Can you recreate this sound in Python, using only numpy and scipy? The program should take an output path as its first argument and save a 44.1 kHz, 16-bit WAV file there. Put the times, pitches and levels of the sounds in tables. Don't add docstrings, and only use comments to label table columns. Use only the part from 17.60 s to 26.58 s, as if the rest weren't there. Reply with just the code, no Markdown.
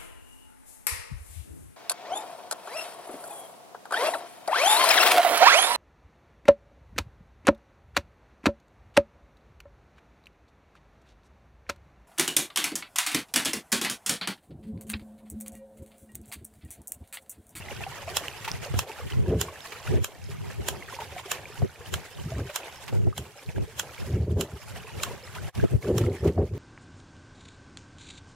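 import sys
import numpy as np
from scipy import signal
from scipy.fft import rfft, irfft, next_fast_len
from scipy.io import wavfile
from scipy.ndimage import uniform_filter1d, map_coordinates

SR = 44100
rng = np.random.default_rng(int(sys.argv[2]) if len(sys.argv) > 2 else 0)


def inscribe(sig):
    pcm = np.round(np.clip(np.atleast_2d(sig).T, -1, 1) * 32767)
    wavfile.write(sys.argv[1], SR, pcm.astype(np.int16))


N = 396018

# (time [s], level [dB], extra level of the pipe's knock [dB], ping pitch [Hz])
SLAMS = [(0.568, -9.5, 1, 5470), (1.1897, -9, -18, 5450), (1.8118, -7, 3, 7200), (2.4429, -11.5, -27, 7060),
         (3.084, -12, 0, 7080), (3.715, -13, 4.5, 7150), (4.3384, -15.5, 6, 7400), (4.9585, -13, 5, 7080),
         (5.5776, -15.5, -13, 7300), (6.1945, -13, 5, 6370), (6.809, -11, 3, 7260), (7.4327, -13, 4, 7120),
         (8.3803, -14, 10, 5680)]


def valve(rise_s=0.0016, hold_s=0.0023, slam_db=-3, jet_db=-17, tail_db=-14, ping_db=-11):
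    jet_t60, tail_t60, ping_t60 = 0.095, 0.13, 0.017
    lead_s = 0.05
    t = np.arange(SR // 4) / SR - lead_s
    after = np.maximum(t, 0)
    blow = np.minimum(after / rise_s, 1) * np.exp(-(after / hold_s) ** 2 / 2)
    hiss = amp(np.where(t < 0, jet_db + 60 * t / jet_t60, tail_db - 60 * t / tail_t60))
    force, pings = np.zeros((2, N)), np.zeros(N)
    for s, db, _, ping_hz in SLAMS:
        common, across, left, right = rng.standard_normal((4, len(t)))
        rattle = blow * (1.14 * np.tanh(2 * common) + 0.11 * np.array([across, -across]))
        jet = hiss * (np.array([left, right]) + 0.5 * common)
        add(force, s - lead_s, amp(db) * (rattle + jet))
        ping = np.sin(2 * np.pi * ping_hz * after)
        add(pings, s - lead_s, amp(db + ping_db - 60 * after / ping_t60) * ping)
    brass_gain = np.sqrt(np.mean(np.abs(brass(np.linspace(0, SR / 2, 2048))) ** 2))
    return amp(slam_db) * filtered(force, brass) / brass_gain + pings * panned(-14)


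# (pitch [Hz], width [Hz], level [dB], left minus right [dB])
BRASS_TONES = [(536, 220, -3, -2), (1040, 360, -1.5, 1.5), (1306, 150, 0, 5.5), (1600, 320, -2, -0.5),
               (2700, 256, 1.5, -0.5), (3010, 324, 3, -5), (3350, 306, 2, -4), (4035, 300, -2.5, -0.5),
               (5300, 490, -5, -4), (6000, 450, -5.5, -10.5), (6450, 590, -5, -11.5), (7300, 520, -1, -2),
               (8450, 340, -9, -8), (9320, 540, -6.5, -1), (11060, 600, -9.5, -6), (12020, 540, -4.5, 3),
               (12600, 750, -9, -7.5), (13803, 600, -13, 3), (15052, 600, -15.5, -5)]


def brass(hz):
    response = 0
    for k, (pitch, width, db, pan_db) in enumerate(BRASS_TONES):
        resonance = 1j * hz * width / (pitch ** 2 - hz ** 2 + 1j * hz * width)
        response += (-1) ** k * amp(db) * panned(pan_db) * resonance
    return response


def water_hammer(knock_t60=0.03, round_trip_s=0.036, echo_db=-7, echo_t60=0.11, loss_db=4):
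    t = np.arange(SR // 10) / SR
    onset = 1 - np.exp(-t / 0.0035)
    knocks, echoes = np.zeros((2, N))
    for s, db, knock_db, _ in SLAMS:
        add(knocks, s, amp(db + knock_db) * onset * burst(t, knock_t60))
        for k in range(3):
            thud = onset * burst(t, echo_t60)
            add(echoes, s + (k + 1) * round_trip_s, amp(db + echo_db - k * loss_db) * thud)
    return band(knocks, 850, 1690) + band(echoes, 317, 835)


def reopening(delay_s=0.203, ring_hz=5270, ring_db=-49, ring_t60=0.079):
    t = np.arange(SR // 6) / SR
    tinks = np.zeros(N)
    for s, *_ in SLAMS:
        late, louder, detune = rng.standard_normal(3)
        ring = np.sin(2 * np.pi * (ring_hz + 15 * detune) * t) * (1 - np.exp(-t / 0.003))
        add(tinks, s + delay_s + 0.0074 * late, amp(ring_db + 2 * louder - 60 * t / ring_t60) * ring)
    return tinks * panned(-16)


# (time [s], babble level [dB], spray level [dB])
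FLOW = [(0.0, -42.5, -52), (2.21, -44, -52.5), (2.34, -36, -47.5), (2.47, -49, -56.5), (3.77, -43, -54),
        (3.9, -44, -52.5), (4.03, -48, -57), (4.69, -46, -54.5), (5.08, -46.5, -57.5), (5.47, -49, -54),
        (5.6, -50, -56), (5.99, -48, -56.5), (6.12, -53, -58), (6.51, -43, -52.5), (6.64, -53.5, -60.5),
        (6.77, -48, -53.5), (7.03, -51, -58.5), (7.16, -44.0, -53.5), (7.42, -46.5, -56),
        (8.07, -44.5, -52.5), (8.2, -51.5, -56), (8.59, -43.5, -53.5), (8.85, -58.5, -62.5),
        (8.98, -48, -58)]
# (frequency [Hz], level [dB])
WASH_TONE = [(150, -36), (300, -15), (450, -8), (800, 2), (1250, -6.5), (1700, -1.5), (2200, -1.5),
             (3000, -4), (4200, -12.5), (7000, -24), (12000, -72)]
SPRAY_TONE = [(1500, 3), (3300, -6.5), (4500, -2), (5500, -1), (7200, 0), (8300, -2), (10500, -2.5),
              (12300, -3.5), (14000, -7.5), (15600, -11.5), (16500, -40)]


def spill(babble_db=0.5, spray_db=4, mist_db=3, gurgle_db=-9):
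    babble_level, spray_level = curves(FLOW)
    flutter_db = 2.48 * wobble(35) + 1.07 * wobble(8)
    landing = landings()
    babble_gain = amp(babble_level + babble_db + flutter_db - 0.5 * landing)
    spray_gain = amp(spray_level + spray_db + flutter_db + 3 * landing)
    bubbles = [swarm(387.3, 3806, cycles=40.5, scatter_db=4.5, count=2400, size=1800) for _ in range(2)]
    gurgles = swarm(524, 3380, cycles=42, scatter_db=4, count=480, size=2200)
    fizz = [swarm(2800, 15000, cycles=14, scatter_db=4.6, count=7000, size=300) for _ in range(2)]
    bubbles = coloured(np.array(bubbles), [(380, -2.5), (800, -5), (3000, 2), (3800, -7)])
    gurgles = coloured(gurgles, [(520, -5), (900, 5), (2600, 1.5), (3300, -5)])
    wash = coloured(patchy(depth_db=3.5, size=512), WASH_TONE)
    babble = unit(spread(bubbles + wash)) + amp(gurgle_db) * gurgles
    mist = amp(mist_db) * patchy(depth_db=4, size=1024)
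    spray = coloured(np.array(fizz) + mist, SPRAY_TONE)
    return babble_gain * unit(babble) + spray_gain * unit(spread(spray))


def landings(flight_s=0.28, width_s=0.023):
    t = np.arange(N) / SR
    return sum(np.exp(-((t - s - flight_s) / width_s) ** 2 / 2) for s, *_ in SLAMS)


def bubble(t, hz, cycles, rise):
    age = t * hz / cycles
    ring = np.sin(2 * np.pi * hz * t * (1 + rise * np.minimum(age, 1) / 2))
    return ring * amp(-60 * age) * (1 - np.exp(-2 * t * hz))


def swarm(low_hz, high_hz, cycles, scatter_db, count, size):
    when, pitch, strength, life = rng.random((count, 4)).T[:, :, None]
    hz = low_hz * (high_hz / low_hz) ** pitch
    gain = amp(-scatter_db * np.log(1 - 0.985 * strength))
    rings = gain * bubble(np.arange(size) / SR, hz, cycles * (0.5 + life), rise=0.12)
    positions = (when * N).astype(int) + np.arange(size)
    return unit(np.bincount(positions.ravel(), rings.ravel(), minlength=N)[:N])


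# (time [s], level [dB], pitch [Hz])
BIG_BUBBLES = [(0.085, -25, 2000), (0.237, -18.5, 2540), (0.265, -22.5, 760), (0.477, -24.5, 660),
               (0.877, -22, 870), (1.522, -22, 2920), (2.275, -22.5, 1370), (3.224, -25, 2050),
               (3.325, -28, 1020), (3.388, -22.5, 910), (3.419, -24, 870), (3.564, -25.5, 707),
               (3.855, -25, 2310), (4.72, -24, 636), (4.895, -26.5, 573), (5.527, -24.5, 1190),
               (5.89, -27.5, 2470), (5.961, -29.5, 1590), (7.768, -32, 1250), (7.784, -27.5, 1450),
               (7.999, -23.5, 1570), (8.227, -24, 2150)]
HARD_DROPS = [(0.6826, -14, 2880), (0.7146, -31, 2540), (0.9158, -11.5, 5320), (1.317, -23.5, 2550),
              (2.006, -26, 3600), (2.2755, -23.5, 2700), (2.6414, -31, 5180), (2.7152, -32, 2480),
              (5.158, -32, 5300), (5.8618, -32.5, 4220), (6.3465, -33, 3170), (7.953, -32, 5130)]
# (time [s], level [dB])
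WATER_SLOPS = [(0.845, -19), (0.8765, -17), (1.138, -25.5), (1.4995, -24), (2.1191, -23.5), (3.401, -25.5),
               (4.8955, -26), (5.2777, -22.5), (7.7485, -26.5), (8.0375, -28), (8.41, -24), (8.672, -21)]


def splashes(bubble_db=-2, slop_db=-7):
    t = np.arange(SR // 10) / SR
    plops, drops, slops = np.zeros(N), np.zeros(N), np.zeros((2, N))
    for s, db, hz in BIG_BUBBLES:
        plop = bubble(t, hz, cycles=45, rise=0.17) * (1 - np.exp(-t / 0.00038))
        add(plops, s, amp(db + bubble_db) * plop)
    for s, db, hz in HARD_DROPS:
        smack = 0.2 * burst(t, t60=0.011)
        add(drops, s, amp(db) * (bubble(t, hz, cycles=21, rise=0.055) + smack))
    for s, db in WATER_SLOPS:
        slop = np.array([burst(t, t60=0.082) for _ in range(2)]) * (1 - np.exp(-t / 0.003))
        add(slops, s, amp(db + slop_db) * slop)
    slops = shaped(slops, [(300, -20), (900, 6.5), (2500, 8.5), (5000, -3), (14000, -11.5)])
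    drops = shaped(drops, [(6000, -1), (15000, -13)])
    return plops * panned(-1.1) + drops * panned(-5.5) + spread(slops)


def drips(drip_db=-13):
    ticks = swarm(2400, 5600, cycles=24, scatter_db=0.5, count=45, size=700)
    _, spray_level = curves(FLOW)
    return amp(spray_level + drip_db) * ticks * panned(-2)


# (frequency [Hz], likeness [0 to 1])
LIKENESS = [(300, .8), (640, 0.93), (1400, 0.78), (3100, 0.48), (6800, 0.07), (15000, 0.28)]
# (frequency [Hz], left minus right [dB])
BALANCE = [(700, -0.5), (1300, -.5), (2400, -1.5), (4400, -6), (8100, -4.5), (13000, 0)]


def spread(pair):
    angle = lambda hz: np.arccos(along(LIKENESS, hz)) / 2
    mid, side = filtered(pair, lambda hz: np.array([np.cos(angle(hz)), np.sin(angle(hz))]))
    lean = lambda hz: amp(np.outer([0.5, -0.5], along(BALANCE, hz)))
    return filtered(np.array([mid + side, mid - side]), lean)


# (frequency [Hz], level [dB])
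RUMBLE_TONE = [(20, -30), (40, -10), (55, -11), (70, 1.5), (95, 1), (130, -1), (170, -7), (230, -16),
               (320, -25.5), (700, -48), (1500, -120)]
ROAR_TONE = [(100, -27), (190, -5.5), (250, -4.5), (310, -6.5), (365, 3), (410, 3), (470, -4), (580, -10.5),
             (700, -18), (950, -28), (2000, -43), (4000, -120)]
SWIRL_TONE = [(20, -20), (50, 3), (100, 14), (150, 5), (250, -10), (320, -21), (400, -13.5), (520, -30.5),
              (760, -29), (1400, -34), (3300, -120)]


def wind(rumble_db=0.5, swirl_roar_db=-12, ragged_db=1.9, flutter_db=2.14, low_cut_hz=48):
    rumble_gain, roar_gain, swirl_gain = gusts()
    head_on, sideways = patchy(depth_db=2, size=2048)
    thumping = amp(flutter_db * wobble(40))
    roar, swirl_roar = unit(thumping * coloured(patchy(depth_db=2, size=512), ROAR_TONE))
    push = amp(rumble_db) * rumble_gain * coloured(head_on, RUMBLE_TONE) + roar_gain * roar
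    swirl = swirl_gain * (coloured(sideways, SWIRL_TONE) + amp(swirl_roar_db) * swirl_roar)
    ragged = unit(amp(ragged_db * wobble(70)))
    pressure = ragged * (push + np.array([swirl, -swirl]))
    return filtered(pressure, lambda hz: hz ** 2 / np.sqrt(hz ** 4 + low_cut_hz ** 4))


# (peak time [s], half-width [s], rumble level [dB], roar level [dB], swirl level [dB])
WIND_GUSTS = [(0.195, 0.096, -43.5, -63, -35.5), (0.961, 0.1, -38, -54, -34.0),
              (1.162, 0.074, -30, -44, -27), (1.458, 0.06, -38, -57, -33), (1.6, 0.08, -26.5, -37.5, -16.5),
              (1.735, 0.089, -18, -18, -63), (1.84, 0.073, -37.5, -44, -64), (2.306, 0.033, -27, -41, -20),
              (2.373, 0.067, -28.5, -27.0, -17), (2.83, 0.37, -42.5, -65, -34),
              (3.007, 0.03, -31, -65, -26), (3.121, 0.128, -42.5, -44.5, -35),
              (4.034, 0.032, -25, -33.5, -14), (4.344, 0.069, -36, -44, -29.5),
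              (4.602, 0.052, -41.0, -53, -31), (4.667, 0.031, -26, -51, -60.0),
              (4.784, 0.093, -27.5, -37, -71), (5.378, 0.075, -30, -39, -16),
              (5.467, 0.041, -22.5, -27, -12), (5.605, 0.072, -31.5, -42, -47),
              (5.893, 0.025, -34.5, -48, -29), (5.996, 0.055, -30, -39.5, -19.5),
              (6.43, 0.038, -53.5, -51, -25), (6.578, 0.099, -18.5, -31, -79),
              (6.724, 0.078, -19, -30, -70), (6.799, 0.052, -25.5, -22, -63),
              (6.95, 0.036, -30.5, -50, -65), (7.144, 0.13, -42.0, -61, -36.5),
              (7.368, 0.062, -37, -50.5, -33), (7.511, 0.083, -43, -40, -36),
              (7.845, 0.13, -38.5, -49.5, -33), (7.998, 0.038, -26, -42, -21),
              (8.045, 0.025, -26, -32.5, -10), (8.149, 0.045, -21.5, -33, -17.5),
              (8.305, 0.056, -32.0, -18.5, -64), (8.349, 0.092, -21.5, -27.0, -68),
              (8.447, 0.12, -22.5, -24.5, -66), (8.677, 0.05, -15.5, -16.5, -68),
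              (8.804, 0.055, -18.5, -19, -67), (8.947, 0.13, -33, -41, -67)]
# (time [s], level [dB])
LIGHT_BREEZE = [(0, -49), (0.5, -48.5), (0.8, -54), (1.3, -60), (2.0, -51.5), (2.6, -60.5), (3.0, -51),
                (3.5, -54.5), (4.4, -56), (5.1, -59), (5.8, -60), (6.2, -45), (6.4, -62), (7.0, -59),
                (7.7, -53.5), (8.98, -74)]


def gusts(waver_db=3, breeze_roar_db=-7, breeze_swirl_db=-3.5, slope_db=25):
    t = np.arange(N) / SR
    breeze_db = curves(LIGHT_BREEZE)[0] + waver_db * wobble(7)
    power = amp(breeze_db + np.array([[0], [breeze_roar_db], [breeze_swirl_db]])) ** 2
    for s, width, *levels_db in WIND_GUSTS:
        near = np.abs(t - s) < 4 * width
        fade_db = slope_db * (np.hypot((t[near] - s) / width, 0.5) - 0.5)
        power[:, near] += np.outer(amp(levels_db), amp(-fade_db)) ** 2
    return np.sqrt(power)


# (time [s], level [dB])
WIND_PUFFS = [(1.137, -20), (4.018, -17), (4.79, -17.5), (5.325, -21.5), (5.468, -18.5), (5.979, -25),
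              (8.037, -14.5), (8.644, -16.5), (8.777, -14)]


def puffs(puff_db=-3, top_hz=750):
    t = np.arange(SR // 10) / SR
    onset = 1 - np.exp(-t / 0.0014)
    hits = np.zeros(N)
    for s, db in WIND_PUFFS:
        add(hits, s, amp(db + puff_db) * onset * burst(t, t60=0.034))
    return band(hits, 150, top_hz, order=3) * np.sqrt(SR / 2 / top_hz)


def amp(db):
    return 10 ** (np.asarray(db) / 20)


def unit(x):
    return x / np.sqrt(np.mean(x ** 2) + 1e-20)


def along(points, hz):
    freqs, values = np.transpose(points)
    return np.interp(np.log(hz + 1), np.log(freqs + 1), values)


def curves(rows):
    times, *columns = np.transpose(rows)
    return [np.interp(np.arange(N) / SR, times, column) for column in columns]


def wobble(rate):
    return map_coordinates(rng.standard_normal(int(N * rate / SR) + 4), [np.arange(N) * rate / SR])


def burst(t, t60):
    return amp(-60 * t / t60) * rng.standard_normal(len(t))


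def patchy(depth_db, size):
    frames = signal.stft(rng.standard_normal((2, N)), nperseg=size)[2]
    patches = rng.standard_normal(frames.shape[1:])
    patches = uniform_filter1d(uniform_filter1d(patches, 3, axis=0), 3, axis=1)
    return signal.istft(frames * amp(depth_db * unit(patches)), nperseg=size)[1][:, :N]


def band(x, low_hz, high_hz, order=2):
    return signal.sosfilt(signal.butter(order, [low_hz, high_hz], "band", fs=SR, output="sos"), x)


def filtered(x, response):
    size = next_fast_len(N + SR // 2)
    return irfft(rfft(x, size) * response(np.fft.rfftfreq(size, 1 / SR)), size)[..., :N]


def shaped(x, tone):
    return filtered(x, lambda hz: amp(along(tone, hz)))


def coloured(x, tone):
    return unit(shaped(x, tone))


def panned(db):
    return amp(np.array([[db], [-db]]) / 2)


def add(track, s, sound):
    start = max(round(s * SR), 0)
    part = track[..., start:start + sound.shape[-1]]
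    part += sound[..., :part.shape[-1]]


def scene():
    return valve() + water_hammer() + reopening() + spill() + splashes() + drips() + wind() + puffs()


def gain_control(x, threshold_db=-31, squeeze=0.44, response_s=0.088, bass_hz=600):
    bass = signal.sosfilt(signal.butter(2, bass_hz, fs=SR, output="sos"), x)
    keep = np.exp(-1 / (response_s * SR))
    power = signal.lfilter([1 - keep], [1, -keep], np.mean(bass ** 2, axis=0))
    return x * (1 + power / amp(threshold_db) ** 2) ** (-squeeze / 2)


# (time [s], level [dB])
LEVEL_DIP = [(7.885, -0.5), (7.905, -22), (7.922, -33), (7.94, -17), (7.951, 1)]


def record(dry, ceiling=0.48, top_hz=16200):
    ducked = gain_control(dry)
    rounded = ducked / (1 + (ducked / ceiling) ** 4) ** (1 / 4)
    dipped = rounded * amp(curves(LEVEL_DIP)[0])
    return filtered(dipped, lambda hz: hz < top_hz)


dry = scene()
out = record(dry)
inscribe(out)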